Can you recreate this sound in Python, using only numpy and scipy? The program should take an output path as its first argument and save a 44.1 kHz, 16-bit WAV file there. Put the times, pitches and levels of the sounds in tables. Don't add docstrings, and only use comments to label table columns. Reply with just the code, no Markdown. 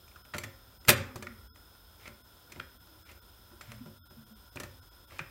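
import sys
import numpy as np
from scipy import signal
from scipy.fft import rfft, irfft, next_fast_len
from scipy.io import wavfile
from scipy.ndimage import map_coordinates

SR = 44100
rng = np.random.default_rng(int(sys.argv[2]) if len(sys.argv) > 2 else 0)


def master(y):
    cut = np.clip(np.atleast_2d(y).T, -1, 1)
    pcm = np.round(cut * 32767)
    wavfile.write(sys.argv[1], SR, pcm.astype(np.int16))


def field_ratio(decibels):
    return 10 ** (np.asarray(decibels, dtype=float) / 20)


N = 233834

# (time [s], peak level [dB], plastic pitch [Hz], rattle [ms])
KNOCKS = [(0.113, -53.5, 2300, 16), (.158, -41, 1280, 13), (0.337, -29.5, 1870, 23),
          (1.269, -31, 2090, 8.8), (2.0555, -40.5, 2230, 18), (2.072, -42, 2250, 8.3),
          (2.598, -29.5, 1960, 7), (2.6, -30.5, 3240, 5.4), (3.09, -47.5, 2190, 36),
          (4.5718, -29, 2560, 5.7), (5.1089, -45.5, 2155, 4.6), (5.1921, -22, 2440, 6.1),
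          (5.1946, -25.5, 2430, 6.7), (5.201, -37, 2530, 5.9)]
# (time [s], peak level [dB], plastic pitch [Hz], rattle [ms])
TEETH = [
    (.251, -49.5, 2280, 9),
    (0.4356, -31, 1990, 19.4),
    (.85, -41, 1960, 6.3),
    (1.2241, -34.5, 1770, 15.7),
    (1.559, -50, 1950, 7.2),
    (1.7506, -55.5, 1350, 11),
    (2.0778, -37.5, 2070, 6.5),
    (2.872, -53, 1350, 8.5),
    (3.6101, -39.5, 1500, 6.5),
    (3.7185, -36.5, 2160, 6.2),
]
# (time [s], peak level [dB], plastic pitch [Hz], pot level [dB])
CLAMPS = [(.079, -56, 2330, -17), (0.3651, -44, 2250, -3), (.3822, -30, 2120, -14.5),
          (0.8754, -36, 1800, -7), (1.1579, -39, 1120, 0.5), (2.5203, -43, 2270, -12),
          (3.1144, -50, 2860, -6.5), (4.5583, -44, 870, 0), (4.6, -35, 1800, -5.5),
          (4.6339, -39.5, 1900, -4), (5.185, -47, 2980, -4)]
# (time [s], peak level [dB], plastic pitch [Hz], pot level [dB], rattle [ms])
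BUMPS = [
    (0.3436, -31.5, 1410, -5, 25),
    (.911, -27, 2320, -5, 4.4),
    (2.4975, -50.5, 1840, -2.5, 7.9),
    (2.5597, -44, 2100, -2.5, 7.9),
    (3.514, -57.5, 1830, 3.5, 7),
    (3.859, -58.5, 1400, 11.5, 6.8),
    (4.108, -52.5, 780, -4, 8.3),
    (5.1205, -50, 1280, 1.5, 18),
]
# (time [s], peak level [dB], plastic pitch [Hz], steel level [dB], rattle [ms])
SNAP = [
    (0.8825, -23.5, 1570, 4.5, 3.5),
    (0.8847, -12, 2300, -3.5, 7.4),
    (.891, -8, 1780, -2.5, 12.4),
    (0.9006, -18, 2310, 0, 17),
    (0.903, -18, 3162, -5, 8.6),
]
# (start [s], peak time [s], peak level [dB], release t60 [s])
STROKES = [
    (1.998, 2.086, -52.5, 0.045),
    (2.505, 2.538, -57, .38),
    (3.044, 3.104, -54, 0.24),
    (3.612, 3.613, -43, 0.093),
    (3.642, 3.71, -53.5, 0.4),
    (5.102, 5.172, -51, 0.11),
]
# (time [s], level [dB], pitch [Hz], t60 [s])
ROCKS = [(.401, -47.5, 101.8, 0.7), (.459, -63, 135, 0.46), (.98, -41, 150, 0.17), (.915, -38, 548.4, 0.44),
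         (.905, -36.5, 218.5, 0.46), (.97, -40, 92, 0.32), (1.181, -50.5, 215, 0.64),
         (1.26, -48, 223.7, 0.44), (1.204, -55, 96, 0.44), (1.379, -48, 61.5, 0.28),
         (1.549, -65.5, 310, 0.44), (2, -58, 98, 0.26), (2.558, -47.5, 361, 0.14), (2.87, -63, 317.4, 1),
         (3.121, -65, 92, .15), (3.52, -53.5, 353, 0.12), (3.532, -65, 218, 1), (3.666, -46.5, 117, 0.88),
         (3.68, -52.5, 214.8, 0.94), (3.798, -43.5, 239, 0.12), (3.84, -50.5, 146.6, 0.31),
         (3.858, -48, 214, 0.18), (3.879, -49.5, 96, .35), (4.16, -50, 225, 0.33), (4.16, -54.5, 143, 0.34),
         (4.299, -51, 217, 0.26), (4.609, -57, 136, .67), (4.682, -57, 102, 0.63), (5.192, -45, 150, 0.097)]

# (pitch [Hz], width [Hz], level [dB])
HOUSING = [(1350, 258, 4), (1726, 560, 3), (2440, 140, -1), (3200, 103, -20)]
# (pitch [Hz], level [dB], t60 [s])
STEEL_MODES = [(1825, -5, .3), (2290, -8, 0.43), (3108, -14, 0.22), (3200, 3.5, 0.05), (3370, -6, 0.15),
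               (3484, -3, 0.21), (4620, -6.5, 0.055), (5650, -6.5, 0.035), (6100, -15, 0.1),
               (5740, -5.5, 0.16), (7500, 2.5, .1), (8870, 1, 0.097), (9500, -9, .08), (11400, -12.5, 0.13),
               (12500, -12.5, .12), (13430, -3.5, 0.064)]
# (pitch [Hz], level [dB], t60 [s])
POT_MODES = [(92, -2, 0.54), (117, -3.5, 0.43), (150, -3, 0.18), (218.3, -4, 0.27), (256.7, -15.5, 0.89),
             (271.6, -6, 0.19), (361, -6.5, 0.35), (420, -10.5, 0.063), (493.4, -8, 0.061),
             (544, -12, 0.56), (590, -6, 0.27), (742, -11.5, 0.063), (976, -13.5, 0.14)]
# (frequency [Hz], level [dB per Hz])
CRACK = [(1470, -31), (2500, -1), (6300, -8.5), (6710, -9), (7430, -7), (10400, -9), (12700, -3.5),
         (15900, -13), (16500, -28.5)]
# (frequency [Hz], level [dB per Hz])
TICK = [(1470, -23), (2500, 1), (3460, -7), (4270, -0.5), (5310, -9), (6110, -1), (6860, -4), (7530, -6),
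        (16000, -12.5)]
# (frequency [Hz], t60 [s])
KITCHEN = [(150, 0.67), (1000, 0.65), (3000, 0.36), (7000, 0.32), (10000, 0.2), (15000, 0.17)]
# (frequency [Hz], level [dB per Hz])
RUB = [(300, -23.5), (600, -11.5), (1200, -12), (1800, -9.5), (2250, -5.5), (2700, -10.5), (4400, -17.5),
       (8000, -23), (15000, -25.5)]
# (frequency [Hz], level [dB per Hz])
HISS = [(150, 5), (300, 4.5), (700, 1), (2200, -9.5), (4000, -8), (8000, -12), (13000, -19), (15700, -5.5)]
# (pitch [Hz], width [Hz], level [dB])
HISS_BANDS = [(1006, 130, -1.5), (1400, 208, 1.5), (3430, 760, -6), (5136, 207, 1.5), (8870, 220, -8),
              (9670, 180, -7.5), (11830, 920, -7.5), (14290, 900, -11.5), (14520, 500, -7)]
# (frequency [Hz], level [dB per Hz])
RUMBLE = [(12, -40.5), (20, -28.5), (34, -8), (54, -2), (103, -11), (140, -25.5), (178, -29), (200, -28),
          (260, -62), (440, -120)]
THINNED = [.2347, .792, 2.2316, 2.7889, 3.0443, 3.2069, 4.0892, 4.2518, 4.3446, 4.5072, 4.809, 4.9019,
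           5.0645]
DROPOUTS = [1.5118, 4.0196]


def unit(x):
    return x / np.sqrt(np.mean(x ** 2) + 1e-20)


def along(points, hz):
    f, v = np.transpose(points)
    return np.interp(np.log(hz + 1), np.log(f + 1), v)


def wobble(rate):
    knots = rng.standard_normal(int(N / SR) * rate + 2 * rate + 4)
    return map_coordinates(knots, [np.arange(N) * rate / SR])


def filtered(x, response):
    m = next_fast_len(len(x) + 8192)
    return irfft(rfft(x, m) * response(np.fft.rfftfreq(m, 1 / SR)), m)[:len(x)]


def resonance(f, hz, width_hz):
    return 1j * f * width_hz / (hz * hz - f * f + 1j * f * width_hz)


def noise(response, count=N):
    return unit(filtered(rng.standard_normal(count), response))


def ring(modes, t, spread_db, split):
    hz, db, t60 = np.transpose(modes)[:, :, None]
    detune, phase, strength = rng.standard_normal((3, len(modes), 1))
    first = np.sin(2 * np.pi * hz * t)
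    second = np.sin(2 * np.pi * hz * (1 + split * detune) * t + 2 * phase)
    decay = field_ratio(db + spread_db * strength - 60 * t / t60)
    return np.sum(decay * (first + 0.72 * second), axis=0)


def contacts():
    knocks = [(s, db, hz, -48 - 0.58 * db, -33.5 - 0.356 * db, ms) for s, db, hz, ms in KNOCKS]
    teeth = [(s, db, hz, -9.5, -12, ms) for s, db, hz, ms in TEETH]
    clamps = [(s, db, hz, -2.1, pot_db, 12) for s, db, hz, pot_db in CLAMPS]
    bumps = [(s, db, hz, -16.5, pot_db, ms) for s, db, hz, pot_db, ms in BUMPS]
    snap = [(s, db, hz, steel_db, -10 - 440 * (s - SNAP[0][0]), ms) for s, db, hz, steel_db, ms in SNAP]
    return sorted(knocks + teeth + clamps + bumps + snap)


def housing(f):
    return sum((-1) ** k * field_ratio(db) * resonance(f, hz, w) for k, (hz, w, db) in enumerate(HOUSING))


def plastic_knock(rattle, hz, rattle_ms):
    blow = rattle * rng.standard_normal(len(rattle))
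    blow[8] += 400 / rattle_ms ** 2

    def body(f):
        pitch = resonance(f, hz, 0.17 * hz)
        shell = housing(f) * 2.5 / rattle_ms ** 0.85
        dull = 0.13 * resonance(f, 0.37 * hz, 2.7 * hz)
        return (pitch + shell + dull) / (1 + 1j * f / 3500) ** 2

    knob = filtered(blow, body)
    return knob / np.abs(knob).max()


def housing_buzz(t):
    return field_ratio(-25.0 - 60 * t / .3) * (1 - np.exp(-t / .004)) * noise(housing, count=len(t))


def steel_crack(rattle, t, db):
    spectrum = CRACK if db > -22 else TICK
    crack = rattle * noise(lambda f: field_ratio(along(spectrum, f)), count=len(t))
    return crack + field_ratio(-21.5) * ring(STEEL_MODES, t, spread_db=5.5, split=0.014)


def pot_boom(t):
    thud = 0.97 * field_ratio(-60 * t / 0.18) * noise(lambda f: resonance(f, 300, 440), count=len(t))
    modes = ring(POT_MODES, t, spread_db=2.0, split=.04)
    return modes * field_ratio(2.7 * wobble(40)[:len(t)]) * (1 - np.exp(-t / 0.00061)) + thud


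def room_tail(count):
    hz, t, z = signal.stft(rng.standard_normal(count), SR, nperseg=256)
    decay = field_ratio(-60 * t / along(KITCHEN, hz)[:, None])
    tail = signal.istft(z * decay, SR, nperseg=256)[1][:count]
    return tail / np.linalg.norm(tail)


def clicks():
    out, span = np.zeros(N + SR), SR // 2
    t = np.arange(span) / SR
    for s, db, hz, steel_db, pot_db, rattle_ms in contacts():
        rattle = np.exp(-(t / (rattle_ms / 1600)) ** 2) * (1 - np.exp(-t / 0.0001))
        knob = plastic_knock(rattle, hz, rattle_ms)
        near = knob + field_ratio(steel_db - 2.5) * steel_crack(rattle, t, db)
        delayed = np.pad(near[:span // 4], (260, 0))
        echo = signal.fftconvolve(delayed, room_tail(span))[:span]
        contact = near + housing_buzz(t) + field_ratio(-12) * echo + field_ratio(pot_db - 6) * pot_boom(t)
        out[round(s * SR):][:span] += field_ratio(db) * contact
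    return out[:N]


def grip_rocking():
    out, t = np.zeros(N + SR), np.arange(SR) / SR
    for s, db, hz, t60 in ROCKS:
        rise_s = .011 + 2.2 / hz
        swell = np.sin(np.pi / 2 * np.clip(t / rise_s, 0, 1)) ** 2
        swell = swell * field_ratio(-60 * np.clip(t - rise_s, 0, 1) / t60)
        drift = np.cumsum(1 + 0.032 * wobble(25)[:SR]) / SR
        level = field_ratio(db + 1.0 + 1.5 * wobble(30)[:SR])
        out[round(s * SR):][:SR] += level * swell * np.sin(2 * np.pi * hz * drift)
    return out[:N]


def knob_rub():
    t, stroke = np.arange(N) / SR, np.zeros(N)
    for start, peak, db, t60 in STROKES:
        stroke += field_ratio(np.interp(t, [start - .01, start, peak, peak + t60], [-110, db - 6.5, db, db - 60]))
    grains = field_ratio(1.0 * wobble(300))
    rub = filtered(grains * rng.standard_normal(N), lambda f: field_ratio(along(RUB, f)))
    return field_ratio(-4.5) * stroke * unit(rub)


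def background():
    broad = field_ratio(-62.0 + 0.67 * wobble(8)) * noise(lambda f: field_ratio(along(HISS, f)) * (f > 120))

    def tops(f):
        return sum(field_ratio(db) * resonance(f, hz, w) ** 2 for hz, w, db in HISS_BANDS)

    bands = field_ratio(-61.5 + 0.21 * wobble(5)) * noise(tops)
    rumble = field_ratio(-56.5 + 0.41 * wobble(3)) * noise(lambda f: field_ratio(along(RUMBLE, f)))
    since = np.arange(N) / SR - .885
    duck_db = -5 * np.exp(-np.abs(since) / 0.091) * (since > 0)
    return field_ratio(duck_db) * (broad + bands + rumble)


def scene():
    return (clicks() + grip_rocking() + knob_rub() + background())[None]


def thinned_blocks(hop_s):
    single = [(s, .04, .84) for s in THINNED]
    runs = [(s + k * hop_s, .04, .95 if k else 1) for s in DROPOUTS for k in (-1, 0, 1)]
    snap_tail = [(.9545, .15, .84)]
    return sorted(single + runs + snap_tail)


def thin_out(x):
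    size = 2048
    window, out = np.sin(np.pi * (np.arange(size) + .5) / size), x.copy()
    for s, share, removed in thinned_blocks(size / 2 / SR):
        block = slice(round(s * SR) - size // 2, round(s * SR) + size // 2)
        lines = rfft(window * x[block])
        heard = np.abs(lines) * np.arange(1, len(lines) + 1) ** 0.17
        weak = heard < np.quantile(heard, 1 - share)
        out[block] -= removed * window * irfft(lines * weak, size)
    return out


def roll_off(x):
    return signal.sosfilt(signal.butter(12, 16810, fs=SR, output="sos"), x)


def record(dry):
    x = filtered(dry[0], lambda f: (f < 15830) * (1j * f / (1j * f + 32)) ** 4)
    mix = thin_out(x)[None]
    return roll_off(mix)


dry = scene()
out = record(dry)
master(out)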